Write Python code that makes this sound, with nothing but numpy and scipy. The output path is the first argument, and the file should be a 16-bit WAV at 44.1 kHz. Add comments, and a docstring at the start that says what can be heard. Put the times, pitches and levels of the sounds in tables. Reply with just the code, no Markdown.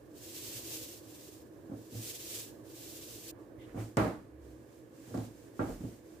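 """Floured counter, dough and rolling pin

A palm sweeps flour over a stone kitchen counter in long hissing strokes (shaped noise) and pats it twice.
A thin wooden pin wrapped in dough is laid down and knocks on the slab (struck modes and a dense ring);
the sheet rustles and thumps as it is unrolled. The small hard room rings after each blow.
An appliance drones in the background (low noise with one resonance)."""
import sys
import numpy as np
from scipy import signal
from scipy.fft import rfft, irfft, next_fast_len
from scipy.io import wavfile
from scipy.ndimage import map_coordinates

SR = 44100
rng = np.random.default_rng(int(sys.argv[2]) if len(sys.argv) > 2 else 0)


def log_audio(samples):
    """Write samples as a 16-bit WAV file to the path given in sys.argv[1]."""
    # one column per channel
    frames = np.atleast_2d(samples).T
    # limit to full scale, then quantise
    limited = np.clip(frames, -1, 1)
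    pcm = np.round(limited * 32767).astype(np.int16)
    wavfile.write(sys.argv[1], SR, pcm)


N = 273420  # length in samples


def amp(db):
    """Amplitude factor of a level in dB."""
    return 10 ** (np.asarray(db) / 20)


def unit(x):
    """x scaled to rms 1."""
    return x / np.sqrt(np.mean(x ** 2) + 1e-20)


def along(points, hz):
    """(Hz, value) points read on a log frequency axis."""
    f, v = np.transpose(points)
    return np.interp(np.log(hz + 1), np.log(f + 1), v)


def curve(rows):
    """(s, value) rows as one value per sample."""
    return np.interp(np.arange(N) / SR, *np.transpose(rows))


def wobble(rate):
    """A smooth random curve, rate knots a second."""
    knots = rng.standard_normal(int(N * rate / SR) + 4)
    return map_coordinates(knots, [np.arange(N) * rate / SR])


def filtered(x, response):
    """x with its spectrum multiplied by a response of frequency."""
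    n = x.shape[-1]
    m = next_fast_len(n + 8192)  # padded with silence
    return irfft(rfft(x, m) * response(np.fft.rfftfreq(m, 1 / SR)), m)[..., :n]


def noise(gain, n=N):
    """Diffuse stereo noise of rms 1: alike in the bass, mostly unrelated in the treble."""
    # Each row: frequency in Hz, likeness of the left and right microphones (1 = the same).
    alike = [(60, 0.99), (130, 0.86), (290, 0.87), (640, 0.49), (1400, 0), (3000, 0.19), (7000, 0)]

    def mid_side_gain(hz):
        turn = np.arccos(np.clip(along(alike, hz), -1, 1)) / 2
        return gain(hz) * np.array([np.cos(turn), np.sin(turn)])

    mid, side = filtered(rng.standard_normal((2, n)), mid_side_gain)
    return unit(np.array([mid + side, mid - side]))


def shaped(points):
    """Gain of a (Hz, dB) spectrum."""
    return lambda hz: amp(along(points, hz))


def resonance(centre_hz, width_hz):
    """Gain of one resonance, halved at width_hz from its centre."""
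    return lambda hz: 1 / (1 + ((hz - centre_hz) / width_hz) ** 2)


def arch(length):
    """A smooth rise and fall, length seconds long."""
    return np.sin(np.linspace(0, np.pi, int(length * SR)))


def add(track, s, sound):
    """Mix a sound into the track from time s in seconds."""
    part = track[:, round(s * SR):][:, :sound.shape[-1]]
    part += sound[..., :part.shape[1]]


def leaning(x, points):
    """The two microphones hear x with different strength; points give left over right in dB by Hz."""
    return filtered(x, lambda hz: amp(np.array([[0.5], [-0.5]]) * along(points, hz)))


def stroke(start, rise, fall, db):
    """Loudness of one movement: it follows the speed, which rises and falls smoothly, and lingers in the room."""
    linger_t60_s = 0.4
    ramp = curve([(start, 0), (start + rise, 1), (start + rise + fall, 0)])
    speed = np.sin(np.pi / 2 * ramp)
    keep = 10 ** (-6 / (linger_t60_s * SR))  # share of the power kept per sample
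    power = signal.lfilter([1 - keep], [1, -keep], speed ** 2)
    return amp(db) * np.sqrt(power)


def strokes(rows):
    """Loudness of a series of movements, their powers summed."""
    return np.sqrt(sum(stroke(*row) ** 2 for row in rows))


def background():
    """An appliance's airy drone with one hollow resonance, over faint steady hiss."""
    # Each row: frequency in Hz, relative level in dB per Hz; first the drone, then the hiss.
    drone_spectrum = [(20, -40), (35, -40), (55, -13), (85, -13), (116, -3.5), (170, -18), (240, -12.5),
                      (390, -9), (500, -8.5), (800, -25), (1150, -27), (1350, -34.5), (1700, -26.5),
                      (2200, -45.5)]
    air_spectrum = [(800, -1), (2200, 15.5), (7000, -8), (10000, -1), (15500, -3.5)]
    # Each row: time in seconds, relative drone level in dB.
    drone_level = [(0.0, -57), (0.45, -53.5), (1.6, -55.5), (3.75, -54), (4.0, -57.5), (6.2, -56)]
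    hollow = noise(resonance(318.0, 28.0))
    drone = amp(-1.5) * noise(shaped(drone_spectrum)) + amp(-1.5) * hollow
    level_db = curve(drone_level) + 0.92 + 0.54 * wobble(4.37)
    return amp(level_db) * drone + amp(-78) * noise(shaped(air_spectrum))


def palm():
    """Countless flour grains shear under the skin: a fine hiss that stops short with the last stroke."""
    # Each row: start in seconds, time to full speed in s, time to rest in s, relative hiss level in dB.
    sweeps = [(.11, 0.43, .07, -44.5), (.605, 0.043, 0.36, -44), (.93, 0.24, 0.26, -55),
              (1.67, 0.13, 0.16, -63.5), (1.87, 0.2, 0.24, -44.5), (2.18, 0.17, 0.092, -42.5),
              (2.62, 0.24, 0.87, -49), (3.21, 0.087, 0.11, -48.5)]
    # Each row: frequency in Hz, relative level of the flour hiss in dB per Hz.
    flour = [(710, -46), (1200, -18), (1650, -11.5), (2050, -7.5), (2680, -1.5), (3770, -0.5), (7730, 2),
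             (9900, -2.5), (12000, 0), (15300, -1)]
    rub_spectrum = [(40, -29), (110, 14.5), (200, -37), (350, 11.0),
                    (700, -7.5), (1500, -17), (3000, -42), (9000, -70)]  # (Hz, dB per Hz)
    sweep_end_s, stop_s = 3.311, 0.0057  # the hiss starts to stop, and how long that takes
    moving = np.clip((sweep_end_s - np.arange(N) / SR) / stop_s + 1, 0, 1)
    loudness = np.hypot(strokes(sweeps), amp(-74))  # a faint hiss stays between strokes
    sweep = loudness * amp(1.56 * wobble(45)) * moving
    hiss = amp(1.24) * noise(shaped(flour))
    rub = amp(-14.5) * noise(shaped(rub_spectrum))
    return sweep * (hiss + rub)


def room_ring(n):
    """A fresh dense tail of counter and walls in which each frequency dies at its own speed."""
    # Each row: frequency in Hz, relative level in dB per Hz.
    clatter = [(20, -61), (60, -10.5), (140, -7), (200, -3), (300, 5), (410, -5.5), (520, -3.5),
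               (800, -6.5), (980, -9.5), (1250, -7.5), (2000, -12), (3200, -13.5), (6000, -16), (15000, -7)]
    # The small hard room. Each row: frequency in Hz, t60 in seconds.
    room_t60 = [(80, 1), (300, 0.4), (1000, 0.5), (3000, 0.55), (8000, 0.75), (15000, 0.73)]
    hz, t, z = signal.stft(noise(shaped(clatter), n), SR, nperseg=256)
    decay = amp(-60 * t / along(room_t60, hz)[:, None])
    return signal.istft(z * decay, SR, nperseg=256)[1][:, :n]


def ringing(modes, t):
    """Struck modes (Hz, dB, t60 s); strength and phase vary at random from blow to blow."""
    hz, level, t60 = np.transpose(modes)[:, :, None]
    strength = amp(level + rng.standard_normal(hz.shape) - 60 * t / t60)
    # high modes reach the two microphones out of step
    apart = rng.choice([-1, 1], hz.shape) * np.minimum(hz / 1200, np.pi / 4)
    phase = rng.uniform(0, 2 * np.pi, hz.shape) + np.array([[[1]], [[-1]]]) * apart
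    return np.sum(strength * np.sin(2 * np.pi * hz * t + phase), axis=1)


def blow(contact_hz, thump_db, tick_db, modes_db):
    """Palm, dough and bare pin ring the same counter; a soft contact passes only its low modes."""
    # Modes of the counter. Each row: frequency in Hz, relative level in dB, t60 in s before contact damping.
    counter = [(171.3, -3, 0.22), (205.4, -3, 0.23), (232, -7, 0.12), (268.8, 1.5, 0.14), (320, -11.5, 0.2),
               (466, -5.5, 0.34), (559, -8.5, 0.38), (627, -9, 0.37), (724, -13, 0.43), (782, -6.5, 0.26),
               (820, -12.5, 0.54), (860, -16, 0.28), (1130, -20, 0.52), (1162, -12, 0.36), (1196, -16, 0.3)]
    # Lowest bending mode of the slab: frequency in Hz, t60 in seconds before contact damping.
    slab_hz, slab_t60 = (112, 0.34)
    # Hard contact on stone. Each row: frequency in Hz, relative level in dB per Hz.
    tick_spectrum = [(500, 3), (2000, 6), (3800, -14), (5200, -1), (8000, 0), (11000, -15), (15000, -22)]
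    # What the walls return of the tick. Each row: frequency in Hz, gain in dB.
    echo_gain = [(1000, -34), (2500, -1), (4000, 3.5), (7000, -2), (10000, -9.5), (15000, -17)]
    t = np.arange(SR * 3 // 4) / SR
    fade_db = -5 * np.clip((t - 0.11) / 0.1, 0, 1)  # the late ring drops by a further 5 dB
    room = room_ring(len(t))
    contact = signal.butter(2, min(contact_hz, SR / 3), fs=SR)
    ring = signal.lfilter(*contact, amp(modes_db) * ringing(counter, t) + amp(0.5) * room)
    swell = 1 - np.exp(-t / 0.021)
    thump = amp(thump_db - 4 - 60 * t / slab_t60) * swell * np.sin(2 * np.pi * slab_hz * t)
    # soft things press in slowly, then stay on the stone and damp it
    touch = (1 - np.exp(-t * contact_hz)) * amp(1.5 + fade_db - 15000 * t / contact_hz)
    # hard contact adds a bright tick, which the walls prolong
    tick = amp(tick_db - 7.5 - 60 * t / 0.019) * noise(shaped(tick_spectrum), len(t))
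    echo = amp(tick_db - 11.0 + fade_db) * filtered(room, shaped(echo_gain))
    return touch * (ring + thump) + tick + echo


def landings():
    """A palm or the wrapped dough comes down in three quick stages."""
    # Each row: time in seconds, level in dB, contact cut-off in Hz (soft = low), slab thump in dB,
    # sharp tick in dB, lag between stages in seconds. Levels are relative.
    soft_contacts = [(1.694, -35, 487, -2, -38, .019), (1.920, -34.5, 350, 4.5, -39, .026),
                     (3.744, -33.5, 780, 8, -32, .029), (5.073, -39, 450, 6, -38, 0.032),
                     (5.146, -29, 483, -1, -12, .029), (5.803, -30, 364, 1.5, -38, .032)]
    # It touches, takes the weight, then settles.
    # Each row: level in dB, share of the cut-off, added thump in dB.
    stages = [(-0.5, 0.79, -9), (0, 0.93, 1.5), (-8.5, 0.96, -4.5)]
    out = np.zeros((2, N))
    for s, db, contact_hz, thump_db, tick_db, lag in soft_contacts:
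        for k, (stage_db, share, weight_db) in enumerate(stages):
            press = blow(contact_hz * share, thump_db + weight_db, tick_db, modes_db=-14)
            add(out, s + k * lag, amp(db + stage_db) * press)
    return out


def dough():
    """The soft sheet rustles as it slides over the counter; it scuffs a few times while being lowered."""
    # Each row: start in seconds, time to full speed in s, time to rest in s, relative rustle level in dB.
    pulls = [(3.37, .03, 0.037, -72), (3.56, 0.043, 0.52, -72), (3.73, 0.073, 0.069, -58.5),
             (4.37, 0.065, .21, -71), (4.53, 0.2, .14, -71), (4.85, 0.37, 0.06, -60.5),
             (5.26, 0.15, .12, -66.5), (5.5, 0.19, 0.11, -59.5), (5.74, 0.085, 0.19, -63),
             (5.98, 0.13, 0.11, -68)]
    # Each row: frequency in Hz, relative level of the rustle in dB per Hz.
    rustle = [(300, -12), (900, -5), (2000, 0), (4000, -2), (7500, 1.5), (10000, -3), (15500, -4)]
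    # Each row: start in seconds, level in dB, length in seconds, centre in Hz, width in Hz.
    scuffs = [(3.319, -64.5, 0.13, 920, 350), (3.572, -67.5, .1, 2060, 150), (3.583, -65, 0.092, 3060, 600),
              (3.653, -64.5, 0.095, 1870, 910), (3.759, -58.5, 0.087, 1980, 896)]
    out = strokes(pulls) * amp(2.9 + 0.69 * wobble(35)) * noise(shaped(rustle))
    for s, db, length, hz, width_hz in scuffs:
        swell = arch(length)
        add(out, s, amp(db) * swell * noise(resonance(hz, width_hz), len(swell)))
    return out


def rumble():
    """Low noise follows the turning speed of the pin as the sheet winds off."""
    # Each row: start in seconds, time to full speed in s, time to rest in s, level in dB.
    turns = [(3.6, 0.18, .06, -58), (5.585, .015, 0.1, -39.5), (5.78, .03, 0.063, -59)]
    spectrum = [(12, -35), (22, -22), (32, -5), (45, 2),
                (62, -5), (90, -8), (200, -32), (1000, -100)]  # (Hz, dB per Hz)
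    return strokes(turns) * noise(shaped(spectrum))


def knocks():
    """One end of the pin clacks on the stone, the other follows, and the pin rebounds once, softer."""
    # Each row: time in seconds, level in dB, contact cut-off in Hz, sharp tick in dB,
    # clack of the bare end in dB, time to the rebound in seconds. Levels are relative.
    hits = [(3.970, -19.5, 1600, -2.5, -35, 0.078), (5.141, -32, 680, -35, -40.5, .04),
            (5.593, -26, 960, -27, -27.5, .094)]
    # Bending modes of the wooden pin. Each row: frequency in Hz, relative level in dB, t60 in seconds.
    pin = [(268.6, 4, 0.14), (491, -3, 0.24), (870, -11, 0.24), (1144, -6.5, 0.12), (1380, -6.5, 0.14),
           (1600, -13, 0.26), (1910, -23, 0.17), (2320, -43, .15)]
    far_end = (0.021, -9, 0.88)  # (delay s, dB, share of the cut-off)
    rebound_db, rebound_softer = -7, 0.54  # level, share of the cut-off
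    out, t = np.zeros((2, N)), np.arange(SR * 3 // 4) / SR
    for s, db, contact_hz, tick_db, clack_db, rebound_s in hits:
        add(out, s, amp(db) * blow(contact_hz, thump_db=-1, tick_db=tick_db, modes_db=-8.5))
        add(out, s, amp(clack_db - 4.0) * ringing(pin, t) * (1 - np.exp(-t / 0.00033)))
        for delay, loss_db, softer in [far_end, (rebound_s, rebound_db, rebound_softer)]:
            follow = blow(contact_hz * softer, thump_db=-16, tick_db=-34, modes_db=-8)
            add(out, s + delay, amp(db + loss_db) * follow)
    return out


def booms():
    """Deep resonances of wavering pitch swell and fade after the first knock."""
    # Each row: start in seconds, rise in seconds, fall in seconds, level in dB, mean pitch in Hz.
    hums = [(3.971, 0.024, 0.04, -38.5, 67.1), (4.2, 0.22, .18, -52.5, 68.1)]
    waver_hz = 2.0
    out = np.zeros(N)
    for start, rise, fall, db, hz in hums:
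        pitch = hz + waver_hz * wobble(27.4)
        out += stroke(start, rise, fall, db) * np.sin(2 * np.pi * np.cumsum(pitch) / SR)
    return out


def scene():
    """Rubbing and drone fill the room; the blows come from the counter."""
    # Side from which the sound arrives. Each row: frequency in Hz, left over right in dB.
    room_lean = [(60, -9), (120, -5), (280, -1.5), (560, -3.5), (1100, -10.5), (1700, -9.5), (2500, -1.5),
                 (4400, -1.5), (8000, -2.3), (12500, 1)]
    blow_lean = [(120, -2), (280, -2), (1100, -3.5), (2000, -3.5), (4400, -2), (12500, 0.5)]
    around = background() + palm() + dough()
    counter_blows = landings() + rumble() + knocks() + booms()
    return leaning(around, room_lean) + leaning(counter_blows, blow_lean)


def record(dry):
    """The deepest bass and everything above the band limit are cut."""
    top_hz = 15520
    thin = signal.sosfilt(signal.butter(6, 35, "highpass", fs=SR, output="sos"), dry)
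    return filtered(thin, lambda hz: hz < top_hz)


dry = scene()
out = record(dry)
log_audio(out)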